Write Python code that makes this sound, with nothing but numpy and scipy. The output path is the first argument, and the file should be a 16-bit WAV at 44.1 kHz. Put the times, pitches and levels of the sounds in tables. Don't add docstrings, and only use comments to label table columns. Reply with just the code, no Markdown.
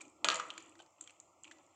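import sys
import numpy as np
from scipy import signal
from scipy.fft import rfft, irfft, next_fast_len
from scipy.io import wavfile
from scipy.ndimage import uniform_filter1d

SR = 44100
rng = np.random.default_rng(int(sys.argv[2]) if len(sys.argv) > 2 else 0)


def dump_mix(stems):
    frames = np.atleast_2d(stems).T
    limited = np.clip(frames, -1, 1)
    pcm = np.round(limited * 32767).astype(np.int16)
    wavfile.write(sys.argv[1], SR, pcm)


def voltage_ratio(decibels):
    exponent = np.asarray(decibels, float) / 20
    return 10 ** exponent


N = 77175

# (time [s], level [dB])
DRONE_LEVEL = [(0, -66.5), (.068, -62.5), (.12, -74), (.19, -66.5), (.28, -54), (.384, -69.5), (.584, -65),
               (.71, -71), (.798, -66.5), (.97, -92.5), (1.022, -69), (1.164, -86), (1.246, -75.5),
               (1.32, -77), (1.432, -79), (1.476, -66.5), (1.56, -72.5), (1.75, -77.5)]
# (frequency [Hz], level per Hz [dB])
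LOW_HISS_COLOUR = [(15, -88.5), (25, -46), (92, -8.5), (214, -19.5), (329, -24), (454, -15.5), (543, -6.5),
                   (1350, -8), (1800, -62), (2340, -82), (3960, -120)]
# (frequency [Hz], level per Hz [dB])
HIGH_HISS_COLOUR = [(1060, -69), (1800, -32), (1950, -10), (2110, -2), (2830, -7.5), (3080, -17),
                    (5880, -11), (7450, -3.5), (10000, -34), (13000, -75.5), (22000, -120)]
# (frequency [Hz], time to fall by 60 dB [s])
ROOM_DECAY = [(200, 1), (600, 0.56), (1200, 0.63), (3000, 0.32), (9000, 0.42)]
# (frequency [Hz], level [dB])
ROOM_COLOUR = [(170, -7.5), (350, 1.5), (650, 3.5), (1250, 0), (2100, 4.5), (4500, -3.5), (7300, 0),
               (10000, -9)]
# (frequency [Hz], width [Hz], depth [0-1])
DIFFUSE_DIPS = [(1620, 600, .9), (3800, 450, .9), (4450, 300, .8)]
# (frequency [Hz], width [Hz], depth [0-1])
NEAR_DIPS = [(940, 120, .5), (2150, 300, .5), (5200, 1300, .7)]
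# (time [s], level [dB])
STIR_LEVEL = [(0, -61), (.12, -79), (.22, -73.5), (.6, -55.5), (.8, -75.5), (.92, -84), (1.06, -65.5),
              (1.18, -75.5), (1.4, -85), (1.48, -69), (1.6, -71.5), (1.75, -72.5)]
# (frequency [Hz], level [dB])
SNAP_COLOUR = [(300, -37.5), (1200, 0), (3000, -4.5), (5000, 0.5), (7000, -3.5), (9000, -15.5),
               (11500, -20.5), (16000, -24.5)]
# (time [s], peak level [dB], cavity tone [Hz], snap level [dB], time to fall by 60 dB [s])
SMACKS = [(.0072, -51, 2420, -4, 0.044), (0.0119, -51.5, 1120, -10, 0.032), (0.02, -58, 2430, -16, .015),
          (.0515, -55, 2800, -10, 0.0097), (0.3974, -23, 1316, -33, 0.019),
          (0.3985, -36.5, 3180, -7, 0.0044), (0.398, -35.5, 5650, -20, 0.016),
          (0.503, -31.5, 3140, -10, 0.011), (0.5078, -34, 3140, -14, 0.0077),
          (0.5782, -33, 2320, -7.5, 0.012), (0.603, -56, 2230, 5, 0.013), (0.754, -55, 1970, -5, 0.013),
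          (0.7904, -59.5, 2500, 1, .02), (0.7932, -53, 2920, -6, 0.013),
          (0.7996, -51.5, 3000, -12.5, 0.038), (.8012, -41, 773, -17.5, 0.014),
          (0.808, -49, 3440, -5.5, 0.0062), (0.8192, -60, 3050, -7, 0.02), (.824, -50, 584, -17, 0.043),
          (0.8624, -57.5, 920, -3, 0.011), (.983, -65, 2570, -10.5, 0.013), (1.0085, -55, 3200, 3.5, 0.013),
          (1.0207, -52.5, 3200, -23, 0.0087), (1.0745, -45, 3200, -8.5, 0.013),
          (1.0752, -51.5, 2315, -19, 0.025), (1.039, -56, 3200, -7, 0.013), (1.0955, -47, 2500, -11, 0.015),
          (1.106, -49, 2460, -5.5, 0.0074), (1.4436, -42, 3080, -11, 0.012),
          (1.4508, -44.5, 2420, -23, 0.018), (1.4535, -50, 2980, -18, .013),
          (1.4713, -54, 2310, -12.5, 0.018), (1.4756, -55.5, 2940, -12, 0.013),
          (1.478, -50.5, 2540, -12, 0.016), (1.512, -38, 1830, -14.5, 0.02),
          (1.5145, -46.5, 2870, -19.5, 0.0098), (1.52, -53.5, 3050, -3, 0.019),
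          (1.607, -62, 2420, -23, 0.02)]
# (time [s], peak level [dB], tone [Hz], after-fizz level [dB])
TICKS = [(0.0147, -41, 8060, 2.5), (0.0177, -38, 6630, -2), (.022, -49, 7700, 0), (.054, -48, 6200, -7),
         (.081, -46, 5900, -6), (.099, -52, 8180, -1), (0.344, -45, 7180, 17.5), (0.3564, -19, 4600, -24),
         (.358, -29.5, 7120, 1), (0.3689, -34.5, 7150, -4), (.485, -61, 7650, 13.5), (.539, -54, 7350, 1),
         (0.5793, -41, 6920, 1), (0.784, -53, 7630, -6), (.822, -58, 7270, 4), (.625, -41.5, 7160, -10),
         (0.661, -52.5, 7200, 2.5), (.695, -47.5, 7870, -1), (.906, -63.5, 7500, 1),
         (1.011, -27, 7330, -12), (1.0246, -49, 7000, 4), (1.040, -48, 7240, 0.5), (1.0749, -49.5, 6700, 4),
         (1.1075, -57.5, 8200, 7.5), (1.2011, -35, 6820, -6), (1.4357, -34.5, 7270, -12),
         (1.477, -79, 7240, -15), (1.513, -59, 7240, 10), (1.571, -60, 5500, -3), (1.585, -47.5, 5700, -3),
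         (1.664, -62.5, 7240, 7)]
# (time of the peak [s], level [dB], tone [Hz], half length [s])
SQUEAKS = [
    (.0128, -44.5, 2360, 0.0023),
    (.0135, -62, 7070, 0.0021),
    (.800, -58, 1540, 0.0057),
]
# (frequency [Hz], level [dB], time to fall by 60 dB [s])
BOWL_TONES = [(506, -18.5, .5), (641, -14.5, 0.35), (968, -1, .25), (1105, -13.5, 0.5), (1117, -7, 0.081),
              (1228, -11, 0.13), (1400, -2, 0.19), (1453, -6, .12), (1640, -0.5, .15), (2030, 0, 0.04),
              (2496, -7, 0.068), (2970, -8, 0.087), (3120, -4.5, 0.11), (4360, -2.5, 0.026)]
# (time [s], peak level [dB], click tone [Hz], bowl ring level [dB], room level [dB])
KNOCKS = [
    (0.2449, -14.5, 2940, -5, -4.5),
    (0.2470, -27.5, 6900, 2.5, -6),
    (0.2863, -12.5, 3330, -9.5, -7.5),
    (0.3013, -19, 3670, -7.5, 0),
    (0.3106, -27.5, 3500, -16.5, 6.5),
    (0.3165, -28.5, 3000, -3, 1),
    (0.3989, -35, 2100, -3, -1),
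]

PORT_HZ, PORT_WIDTH_HZ = 7330, 600
MODE_BLUR_HZ = 22


def unit(x):
    return x / np.sqrt(np.mean(x ** 2) + 1e-20)


def along(points, hz):
    table_hz, value = np.transpose(points)
    return np.interp(np.log(hz + 1), np.log(table_hz + 1), value)


def curve(rows):
    seconds, value = np.transpose(rows)
    return np.interp(np.arange(N) / SR, seconds, value)


def filtered(x, response):
    size = next_fast_len(len(x) + 8192)
    spectrum = rfft(x, size) * response(np.fft.rfftfreq(size, 1 / SR))
    return irfft(spectrum, size)[:len(x)]


def add(track, start_s, x):
    part = track[max(round(start_s * SR), 0):][:len(x)]
    part += x[:len(part)]


def peak(f, hz, width_hz):
    return 1j * f * width_hz / (hz * hz - f * f + 1j * f * width_hz)


def dipped(f, dips=DIFFUSE_DIPS):
    return np.prod([1 - depth * peak(f, hz, width) for hz, width, depth in dips], axis=0)


def mic(f):
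    port = 1 + voltage_ratio(4) * peak(f, PORT_HZ, PORT_WIDTH_HZ)
    return port * (0.082 + 1 / (1 + 1j * (f / 9350) ** 6))


def wavering(hz, blur_hz, size):
    drift = np.cumsum(rng.standard_normal(size)) * np.sqrt(2 * np.pi * blur_hz / SR)
    return np.sin(2 * np.pi * hz * np.arange(size) / SR + uniform_filter1d(drift, size=200))


def blip(hz, width_s):
    t = np.arange(SR // 10) / SR - 2 * width_s
    return np.cos(2 * np.pi * hz * t) * np.exp(-(t / width_s) ** 2)


def burst(hz, t60, snap_db, rough, rise_s):
    cavity_q = 4
    t = np.arange(SR // 10) / SR
    noise = rng.standard_normal((2, len(t)))
    roughness = unit(filtered(noise[0], lambda f: peak(f, hz, hz / cavity_q) ** 2))
    tone = (np.sin(2 * np.pi * hz * t) + rough * roughness) / np.hypot(1, rough)
    snap = unit(filtered(noise[1], lambda f: voltage_ratio(along(SNAP_COLOUR, f))))
    snap = snap * voltage_ratio(snap_db - 60 * t / (1.4 * t60 + 0.0015))
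    return (tone * voltage_ratio(-60 * t / t60) + snap) * (1 - np.exp(-t / rise_s))


def room(x):
    tail_s, gap_s = 0.7, 0.004
    hz, t, z = signal.stft(rng.standard_normal(round(tail_s * SR)), SR, nperseg=256)
    fade = voltage_ratio(-60 * t / along(ROOM_DECAY, hz)[:, None])
    tail = signal.istft(z * fade, SR, nperseg=256)[1]
    tail = tail / np.linalg.norm(tail)
    tail = filtered(tail, lambda f: voltage_ratio(along(ROOM_COLOUR, f)) * np.sqrt(dipped(f)))
    return signal.fftconvolve(np.pad(x, (round(gap_s * SR), 0)), tail)


def hiss(response, patchy_db):
    z = signal.stft(rng.standard_normal(N + 512), nperseg=512)[2]
    patches = uniform_filter1d(rng.standard_normal(z.shape), size=5, axis=0)
    patches = unit(uniform_filter1d(patches, size=10, axis=1))
    noise = signal.istft(z * voltage_ratio(patchy_db * patches), nperseg=512)[1][:N]
    return unit(filtered(noise, response))


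def kitchen():
    drone_hz, drone_width_hz, drone_blur_hz = 318, 90, 30
    drone_db = curve(DRONE_LEVEL)
    low_db = -69.5 + 0.25 * (drone_db - drone_db.mean())
    low = voltage_ratio(low_db) * hiss(lambda f: voltage_ratio(along(LOW_HISS_COLOUR, f)), patchy_db=1.5)

    def high_colour(f):
        ridge = 1 + voltage_ratio(-2) * peak(f, PORT_HZ, PORT_WIDTH_HZ)
        return voltage_ratio(along(HIGH_HISS_COLOUR, f)) / mic(f) * ridge

    high = voltage_ratio(-79.5) * hiss(high_colour, patchy_db=2.5)
    drone = hiss(lambda f: peak(f, drone_hz, drone_width_hz) ** 2, patchy_db=2)
    steady = unit(wavering(drone_hz, drone_blur_hz, size=N))
    return low + high + voltage_ratio(drone_db) * unit(drone + 0.9 * steady)


def crackle(count):
    middle_hz, spread, cycles, size_db = 3200, 0.4, 2.9, 2
    chance = rng.random((count, 2))
    hz = middle_hz * np.exp(spread * rng.standard_normal(count))
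    hz = np.clip(hz, 900, 11000)[:, None]
    t = np.arange(300) / SR
    size = voltage_ratio(-size_db * np.log(chance[:, 1:]))
    grains = size * np.sin(2 * np.pi * hz * t) * np.exp(-t * hz / cycles)
    at = (chance[:, :1] * N).astype(int) + np.arange(len(t))
    bubbles = np.bincount(at.ravel(), grains.ravel())[:N]
    return voltage_ratio(curve(STIR_LEVEL) - 3.5) * unit(bubbles)


def batter():
    rough, tick_s, fizz_s = 1.1, 0.00024, 0.015
    smack_room_db, tick_room_db = -12, -9
    pops = []  # (start [s], sound, room level [dB])
    for s, db, hz, snap_db, t60 in SMACKS:
        smack = burst(hz, t60, snap_db, rough, rise_s=0.00025)
        pops.append((s, voltage_ratio(db) * smack, smack_room_db))
    for s, db, hz, fizz_db in TICKS:
        fizz = burst(hz, fizz_s, snap_db=-10.5, rough=rough, rise_s=0.00084)
        tick = blip(hz, tick_s) + voltage_ratio(fizz_db) * fizz
        pops.append((s - 2 * tick_s, voltage_ratio(db - 7) * tick, tick_room_db))
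    for s, db, hz, half_s in SQUEAKS:
        pops.append((s - 2 * half_s, voltage_ratio(db) * blip(hz, half_s), smack_room_db))
    out = np.zeros(N)
    for s, pop, room_db in pops:
        add(out, s, pop)
        add(out, s, voltage_ratio(room_db) * room(pop))
    return out


def bowl_ring(t):
    ring = np.zeros(len(t))
    for hz, level_db, t60 in BOWL_TONES:
        struck_db = level_db - 16 + 2.5 * rng.standard_normal()
        ring += voltage_ratio(struck_db - 60 * t / t60) * wavering(hz, MODE_BLUR_HZ, size=len(t))
    return ring


def knocks():
    boom_hz, boom_s, boom_db = 178.7, 0.52, -23.5
    out, t = np.zeros(N), np.arange(SR // 2) / SR
    for s, db, click_hz, ring_db, room_db in KNOCKS:
        hit = bowl_ring(t)
        thud = burst(1250, t60=0.022, snap_db=-12.5, rough=0.5, rise_s=0.00065)
        add(hit, 0, voltage_ratio(3.5) * thud)
        belly = burst(623, t60=0.032, snap_db=-31.5, rough=2.1, rise_s=0.0033)
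        add(hit, 0, voltage_ratio(-8.5) * belly)
        hit = voltage_ratio(ring_db) * hit
        click = burst(click_hz, t60=0.0045, snap_db=-4, rough=0.12, rise_s=0.00042)
        add(hit, 0, voltage_ratio(-4) * click)
        add(hit, 0.0002, voltage_ratio(5.5) * blip(click_hz, 0.00017) + voltage_ratio(-21.5) * blip(12500, 0.00006))
        splash = burst(6700, t60=0.011, snap_db=-9.5, rough=3, rise_s=0.003)
        add(hit, 0.001, voltage_ratio(-19) * splash)
        add(out, s, voltage_ratio(db) * hit)
        boom = wavering(boom_hz, MODE_BLUR_HZ, size=len(t)) * (1 - np.exp(-t / 0.012))
        add(out, s, voltage_ratio(db + ring_db + boom_db - 60 * t / boom_s) * boom)
        add(out, s, voltage_ratio(db - 1.5 + room_db) * room(hit))
    return out


def scene():
    low_cut_hz = 250

    def near_response(f):
        return (1j * f / (low_cut_hz + 1j * f)) ** 3 * dipped(f, NEAR_DIPS)

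    bowl = knocks() + batter()
    bubbles = filtered(crackle(count=3000), dipped)
    near = filtered(bowl + bubbles, near_response)
    background = filtered(kitchen(), dipped)
    return (near + background)[None]


def low_pass(x):
    return signal.sosfilt(signal.butter(12, 16460, fs=SR, output="sos"), x)


def record(dry):
    heard = filtered(dry[0], mic)
    own_noise = voltage_ratio(-92.5) * rng.standard_normal(N)
    return low_pass((heard + own_noise)[None])


dry = scene()
out = record(dry)
dump_mix(out)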